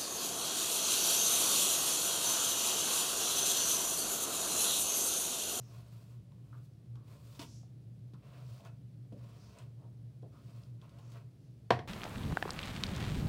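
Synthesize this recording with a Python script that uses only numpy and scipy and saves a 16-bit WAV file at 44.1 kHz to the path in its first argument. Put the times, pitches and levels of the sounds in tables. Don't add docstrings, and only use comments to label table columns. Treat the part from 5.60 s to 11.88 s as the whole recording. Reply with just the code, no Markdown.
import sys
import numpy as np
from scipy import signal
from scipy.fft import rfft, irfft, next_fast_len
from scipy.io import wavfile

SR = 44100
rng = np.random.default_rng(int(sys.argv[2]) if len(sys.argv) > 2 else 0)


def unload_wav(signal):
    wavfile.write(
        sys.argv[1],
        SR,
        np.round(np.clip(np.atleast_2d(signal).T, -1, 1) * 32767).astype(np.int16),
    )


N = 276762
FFT_SIZE = next_fast_len(N, real=True)
FREQ_HZ = np.fft.rfftfreq(FFT_SIZE, 1 / SR)
TIME_S = np.arange(N) / SR
EVENT_S = np.arange(SR // 2) / SR

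# frequency in Hz, relative density in dB.
AIR_SPECTRUM = [(25, -21.5), (50, 1), (84, -1.5), (130, -3.5), (170, 0), (250, -12), (350, -14),
                (600, -21.5), (900, -32), (1500, -36.5), (4500, -37), (7000, -43), (9500, -42),
                (12000, -47), (15500, -46.5)]
CRACK_SPECTRUM = [(100, -4.5), (300, -2.5), (700, 6), (1100, 1.5), (1350, -10), (1800, -1), (2900, -12),
                  (4300, -15.5), (6000, -23.5), (6700, -30), (8500, -34), (15500, -47)]
FLICK_SPECTRUM = [(150, -19), (300, 1), (600, -10), (1050, -0.5), (1800, -9.5), (3300, 0), (6500, -8),
                  (10000, -14), (15500, -23)]
RASP_SPECTRUM = [(240, -17.5), (400, -4.5), (629, -4), (680, -0.5), (837, -20.5), (941, -9.5), (1150, -6.5),
                 (1770, -16.5), (2520, -14.5), (4200, -24), (5460, -30), (9240, -120)]
SLACK_HAIR_SPECTRUM = [(1500, -17), (3000, 4), (4500, 7.5), (6500, 0), (9000, -2), (12000, -11),
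                       (15500, -2.5)]
TAUT_HAIR_SPECTRUM = [(2000, -34), (4000, 2), (7000, 4), (9500, 0), (12000, 4), (15500, -4)]
CATCH_SPECTRUM = [(2000, -27), (5000, 3), (9000, -3), (15500, 5)]

# frequency in Hz, half width in Hz, level in dB.
DRONE_MODES = [(68.7, 7.4, -61.5), (118.7, 7.8, -51), (138.2, 15.2, -59), (185.7, 5.6, -70.5),
               (220, 47, -76), (284, 9, -75.5)]
# frequency in Hz, level in dB, rise and decay in seconds.
BOOM_MODES = [(90.4, -36, 0.052, 0.084), (121.3, -18.5, 0.037, 0.033), (166.4, -37, 0.022, 0.028)]
# frequency in Hz, T60 in seconds.
ROOM_T60 = [(100, 0.9), (300, 0.42), (1000, 0.26), (3000, 0.22), (8000, 0.24), (15000, 0.27)]
# delay in seconds, gain.
KNOCK_ECHOES = [(.0052, 0.062), (.0098, -0.079), (0.0157, .15), (0.0259, -0.095)]
TAP_ECHOES = [(0.0062, 0.4), (0.0085, -0.5), (0.0143, 0.5), (0.021, -0.75), (0.036, 0.2), (0.045, 0.1)]

# start in seconds, push on the counter and snap of the brush in relative dB.
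KNOCKS = [(6.1050, -8.5, -8.5), (6.1057, -1, 2.5), (6.1908, -40, -17.5)]
# frequency in Hz, relative level in dB, T60 in seconds.
COUNTER_MODES = [(146, -11, 0.056), (208, -12, 0.056), (316, -15.5, 0.15), (351, -24, 0.36),
                 (496, -2, 0.073), (590, -1, 0.055), (678, 3.5, 0.038), (708, -10, 0.31),
                 (742.6, -10, 0.29), (772, 5, 0.025), (885, -14, 0.12), (970, 1.5, 0.043), (1126, -9, 0.05)]
BRUSH_MODES = [(1396, -29, 0.14), (1810, -14, 0.12), (1893, -2, 0.023), (1866, -18, 0.14),
               (2129, -21, 0.19), (2440, -30, 0.29), (2545, -7.5, 0.029), (3120, -13, 0.031),
               (3336, -6.5, 0.025), (3770, -14, 0.045), (4310, -17, 0.032), (4700, -36, 0.1),
               (5300, -26, 0.03), (5840, -19, 0.018)]
# frequency in Hz, width in Hz, gain in dB.
PAD_MODES = [(600, 69, -7.5), (970, 160, -3), (1450, 37, -8), (2590, 160, -6.5), (3300, 120, -13)]

# centre in seconds, level in dB, half length in seconds,
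# pitch in Hz, half width in Hz.
SWISHES = [(0.02, -73, 0.13, 5700, 1020), (1.925, -66, 0.1, 5800, 1520), (1.93, -82, 0.08, 10000, 2400),
           (3.858, -72, 0.1, 5050, 1400), (4.237, -65.5, 0.044, 650, 276), (4.764, -70, 0.035, 1210, 200),
           (5.46, -77, 0.073, 5700, 1400), (5.866, -84, 0.089, 5160, 1800)]
# start in seconds, level in dB,
# pitch in Hz, decay in seconds.
HAIR_PATS = [(0.719, -59, 894, 0.0044), (0.929, -62, 1194, 0.034), (1.352, -70, 1110, 0.077),
             (2.032, -60, 660, 0.0059), (2.543, -61.5, 1177, 0.014), (2.997, -61, 643, 0.052),
             (3.051, -63, 1360, 0.034), (3.526, -58, 580, 0.027), (4.631, -56.5, 618, 0.027),
             (5.222, -66.5, 1060, 0.048), (5.386, -61.5, 874, 0.021)]
HEAD_THUMPS = [(1.793, -40.5, 87, 0.016), (1.794, -39.5, 268, 0.0047), (2.536, -47, 203, 0.011),
               (3.522, -45.5, 213, 0.018)]
# centre in seconds, peak in dB, pitch in Hz.
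FIRM_TAPS = [(0.9299, -51.5, 1230), (1.357, -64, 1160), (3.525, -47.5, 497), (4.63, -49, 424)]
# start in seconds, level in dB.
RELEASES = [(3.051, -56.5), (3.985, -66), (5.562, -79)]
# start in seconds, level in dB, pitch in Hz.
SNAPS = [(0.123, -73, 6900), (0.72, -74, 3800), (1.136, -75, 5000), (1.357, -62, 3480),
         (2.536, -66.5, 4230), (2.866, -63, 4900), (3.05, -63, 6500), (3.987, -55.5, 8060),
         (4.022, -67, 3200), (5.036, -62, 4800), (5.216, -61, 3520), (5.294, -70, 4200),
         (5.386, -66.5, 2980), (5.503, -67, 7540)]
# start in seconds, relative level in dB, decay in seconds.
FLICKS = [(0.72, -69, 0.0028), (1.355, -67, 0.0071), (1.75, -61.5, 0.015), (1.793, -45.5, 0.015),
          (1.814, -51, 0.019), (2.537, -66, 0.0091), (3.005, -63, 0.0063), (3.05, -61, 0.0063),
          (3.07, -63.5, 0.0054), (3.524, -69, 0.015), (3.985, -60, 0.013), (4.624, -70, 0.0061),
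          (5.032, -67, 0.0057), (5.213, -68.5, 0.016), (5.293, -65.5, 0.0073), (5.386, -65.5, 0.014),
          (5.499, -64, 0.005), (5.516, -63.5, 0.016)]
# centre and half length in seconds, rasp and hiss in relative dB.
TUGS = [(0.158, 0.056, -71, -77), (0.36, 0.067, -81, -81.5), (1.043, 0.027, -92, -80),
        (1.527, 0.061, -69.5, -77), (1.824, 0.027, -60, -65), (2.75, 0.12, -69, -97),
        (3.061, 0.025, -63.5, -76), (3.996, 0.052, -68, -87), (5.526, 0.016, -77, -75),
        (5.568, 0.033, -64, -79)]
# start and length in seconds, rasp and hiss in relative dB,
# pressure change over the stroke in dB, tension from 0 to 1.
STROKES = [(-0.08, 0.6, -76, -81, 1, 0.41), (0.65, 0.33, -85, -91.5, 16.5, 0.6),
           (1.44, 0.32, -76.5, -79, 14, 0.47), (2.6, 0.38, -75, -81.5, 9.5, 0.23),
           (3.54, 0.46, -72.5, -83.5, 0, 0.14), (4.69, 0.33, -75, -83.5, 3, 0.23),
           (5.16, 0.41, -74.5, -88, 5.5, 0.33)]


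def amp(db):
    return 10 ** (np.asarray(db) / 20)


def unit_rms(x):
    return x / np.sqrt(np.mean(x ** 2) + 1e-20)


def log_interp(points, hz):
    points_hz, values = np.transpose(points)
    return np.interp(np.log(hz + 1), np.log(points_hz + 1), values)


def unit_band(x, low_hz, high_hz):
    band = rfft(x, FFT_SIZE)[(FREQ_HZ > low_hz) & (FREQ_HZ < high_hz)]
    return x / np.sqrt(2 * np.sum(abs(band) ** 2) / (N * FFT_SIZE))


def colour(x, spectrum, size=4096):
    gain_db = log_interp(spectrum, abs(np.fft.fftfreq(size, 1 / SR)))
    log_gain = np.log(amp(np.maximum(gain_db, -100)))
    response = np.exp(np.conj(signal.hilbert(log_gain)))
    kernel = np.fft.ifft(response).real[:size // 2]
    return signal.oaconvolve(x, kernel / np.linalg.norm(kernel))[:N]


def narrow_noise(hz, half_width_hz, size=N):
    count = next_fast_len(size, real=True)
    response = 1 / (1 + 1j * (np.fft.rfftfreq(count, 1 / SR) - hz) / half_width_hz) ** 2
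    return unit_rms(irfft(rfft(rng.standard_normal(count)) * response, count)[:size])


def grains(per_s, spread_db):
    sizes = amp(spread_db * np.minimum(rng.exponential(1, N), 4))
    return unit_rms(sizes * rng.choice([-1, 1], N) * (rng.random(N) < per_s / SR))


def burst(rise_s, decay_s):
    return (1 - np.exp(-EVENT_S / rise_s)) * np.exp(-EVENT_S / decay_s)


def add(mix, start_s, sound):
    part = mix[round(start_s * SR):][:len(sound)]
    part += sound[:len(part)]


def ventilation(air_db=-71.5, hum_hz=116.8, hum_db=-57.5):
    air_gain = amp(log_interp(AIR_SPECTRUM, FREQ_HZ))
    air = irfft(rfft(rng.standard_normal(FFT_SIZE)) * air_gain, FFT_SIZE)[:N]
    drone = sum(amp(db) * narrow_noise(hz, half_width_hz) for hz, half_width_hz, db in DRONE_MODES)
    hum = np.sqrt(2) * np.sin(2 * np.pi * (hum_hz * TIME_S + rng.random()))
    return amp(air_db) * unit_band(air, 300, 15000) + drone + amp(hum_db) * hum


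def room_tail(x, spacing_samples=22):
    slots = np.arange(SR // 200, SR // 2, spacing_samples)
    reflections = np.zeros(SR)
    reflections[slots + rng.integers(0, spacing_samples, len(slots))] = rng.choice([-1, 1], len(slots))
    hz, age_s, bands = signal.stft(reflections, SR, nperseg=256)
    decay = amp(-60 * age_s / log_interp(ROOM_T60, hz)[:, None])
    tail = signal.istft(bands * decay, SR)[1]
    return signal.oaconvolve(x, tail / np.linalg.norm(tail))[:N]


def echoes(x, paths):
    return sum(gain * np.interp(TIME_S - delay_s, TIME_S, x, left=0) for delay_s, gain in paths)


def room_boom():
    out = np.zeros(N)
    blow_s = KNOCKS[1][0]
    for hz, db, rise_s, decay_s in BOOM_MODES:
        add(out, blow_s, amp(db) * burst(rise_s, decay_s) * np.sin(2 * np.pi * hz * EVENT_S))
    return out


def ring(modes, contact_s=0.00035):
    onset = 1 - np.exp(-EVENT_S / contact_s)
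    waves = [amp(db - 60 * EVENT_S / t60_s) * np.sin(2 * np.pi * hz * EVENT_S) for hz, db, t60_s in modes]
    return onset * sum((-1) ** k * wave for k, wave in enumerate(waves))


def counter_knock():
    thud = amp(-18.5) * ring(COUNTER_MODES)
    clack = amp(-25) * ring(BRUSH_MODES)
    ringing, contacts, shake = np.zeros((3, N))
    for start_s, push_db, snap_db in KNOCKS:
        add(ringing, start_s, amp(push_db) * thud + amp(snap_db) * clack)
        add(contacts, start_s, amp([snap_db]))
        add(shake, start_s, amp(snap_db) * burst(rise_s=0.00025, decay_s=0.0033))
    crack = colour(contacts, CRACK_SPECTRUM)
    rattle = colour(shake * rng.standard_normal(N), CRACK_SPECTRUM)
    direct = ringing + amp(-10) * crack + amp(-20) * rattle
    return direct + echoes(direct, KNOCK_ECHOES) + room_tail(amp(-37) * ringing + amp(-5.5) * crack)


def swishes():
    return sum(amp(db) * np.exp(-((TIME_S - centre_s) / half_s) ** 2) * narrow_noise(hz, half_width_hz)
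               for centre_s, db, half_s, hz, half_width_hz in SWISHES)


def pats():
    out = np.zeros(N)
    for start_s, db, hz, decay_s in HAIR_PATS + HEAD_THUMPS:
        note = np.sqrt(2) * np.sin(2 * np.pi * (hz * EVENT_S + rng.random()))
        rustle = narrow_noise(hz, half_width_hz=0.26 * hz, size=len(EVENT_S))
        envelope = burst(rise_s=0.014 * decay_s, decay_s=decay_s)
        add(out, start_s, amp(db) * envelope * (0.37 * note + 0.83 * rustle))
    return out


def firm_taps(half_length_cycles=1.03):
    out = np.zeros(N)
    for centre_s, db, hz in FIRM_TAPS:
        cycles = (TIME_S - centre_s) * hz
        out += amp(db) * np.exp(-(cycles / half_length_cycles) ** 2) * np.cos(2 * np.pi * cycles)
    return out + echoes(out, TAP_ECHOES)


def hollow_pad(x):
    body = sum(amp(db) / (1 + 2j * (FREQ_HZ - hz) / width_hz) for hz, width_hz, db in PAD_MODES)
    return irfft(rfft(x, FFT_SIZE) * (1 + body), FFT_SIZE)[:N]


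def pad_releases(width_ratio=0.36):
    out = np.zeros(N)
    for start_s, db in RELEASES:
        ringing = sum(amp(mode_db) * narrow_noise(hz, width_ratio * width_hz, size=len(EVENT_S))
                      for hz, width_hz, mode_db in PAD_MODES)
        add(out, start_s, amp(db) * burst(rise_s=0.0081, decay_s=0.023) * ringing)
    return out


def bristle_snaps(decay_s=0.0012):
    out = np.zeros(N)
    for start_s, db, hz in SNAPS:
        tick = narrow_noise(hz, half_width_hz=0.12 * hz, size=len(EVENT_S)) * np.exp(-EVENT_S / decay_s)
        add(out, start_s, amp(db) * tick * np.sqrt(decay_s * SR) / np.linalg.norm(tick))
    return out


def bristle_flicks():
    envelope = np.zeros(N)
    for start_s, db, decay_s in FLICKS:
        add(envelope, start_s, amp(db) * burst(rise_s=0.00041, decay_s=decay_s))
    crackle = envelope * grains(per_s=9900, spread_db=2)
    return amp(-1) * hollow_pad(colour(crackle, FLICK_SPECTRUM))


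def stroke_pressure(attack_s=0.074, release_s=0.055, rasp_fall_db=2):
    power = np.zeros((2, N))
    for start_s, length_s, rasp_db, hiss_db, change_db, _ in STROKES:
        age_s = TIME_S - start_s
        along = np.clip(age_s / length_s, 0, 1) - 0.5
        contact = np.clip(age_s / attack_s, 0, 1) * np.exp(-np.maximum(age_s - length_s, 0) / release_s)
        pressure = contact * amp(change_db * along)
        power[0] += (pressure * amp(rasp_db - rasp_fall_db * along)) ** 2
        power[1] += (pressure * amp(hiss_db)) ** 2
    for centre_s, half_s, rasp_db, hiss_db in TUGS:
        swell = np.exp(-((TIME_S - centre_s) / half_s) ** 2)
        power += (amp([[rasp_db], [hiss_db]]) * swell) ** 2
    return np.sqrt(power)


def hair_strokes():
    rasp_gain, hiss_gain = stroke_pressure()
    uneven_pull = amp(1.3 * narrow_noise(0, half_width_hz=32))
    centres_s = [start_s + length_s / 2 for start_s, length_s, *_ in STROKES]
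    tension = np.interp(TIME_S, centres_s, [row[-1] for row in STROKES])
    scratch = colour(grains(per_s=2600, spread_db=-1), RASP_SPECTRUM)
    rasp = unit_band(hollow_pad(scratch), 900, 3800)
    slips = grains(per_s=8100, spread_db=0)
    slack = unit_band(colour(slips, SLACK_HAIR_SPECTRUM), 8000, 15000)
    taut = unit_band(colour(slips, TAUT_HAIR_SPECTRUM), 8000, 15000)
    hiss = (1 - tension) * slack + tension * taut
    strand_catches = amp(-12) * colour(grains(per_s=170, spread_db=2), CATCH_SPECTRUM)
    return uneven_pull * (rasp * rasp_gain + (hiss + strand_catches) * hiss_gain)


def scene():
    brushing = (hair_strokes() + swishes() + pats() + firm_taps()
                + bristle_flicks() + bristle_snaps() + pad_releases())
    return (brushing + room_tail(amp(-7) * brushing) + counter_knock() + room_boom() + ventilation())[None]


def record(dry, low_cut_hz=100, high_cut_hz=15800):
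    highpass = signal.butter(2, low_cut_hz, "highpass", fs=SR, output="sos")
    lowpass = signal.firwin(511, high_cut_hz, window=("kaiser", 9), fs=SR)
    return signal.oaconvolve(signal.sosfilt(highpass, dry), lowpass[None], "same")


dry = scene()
out = record(dry)
unload_wav(out)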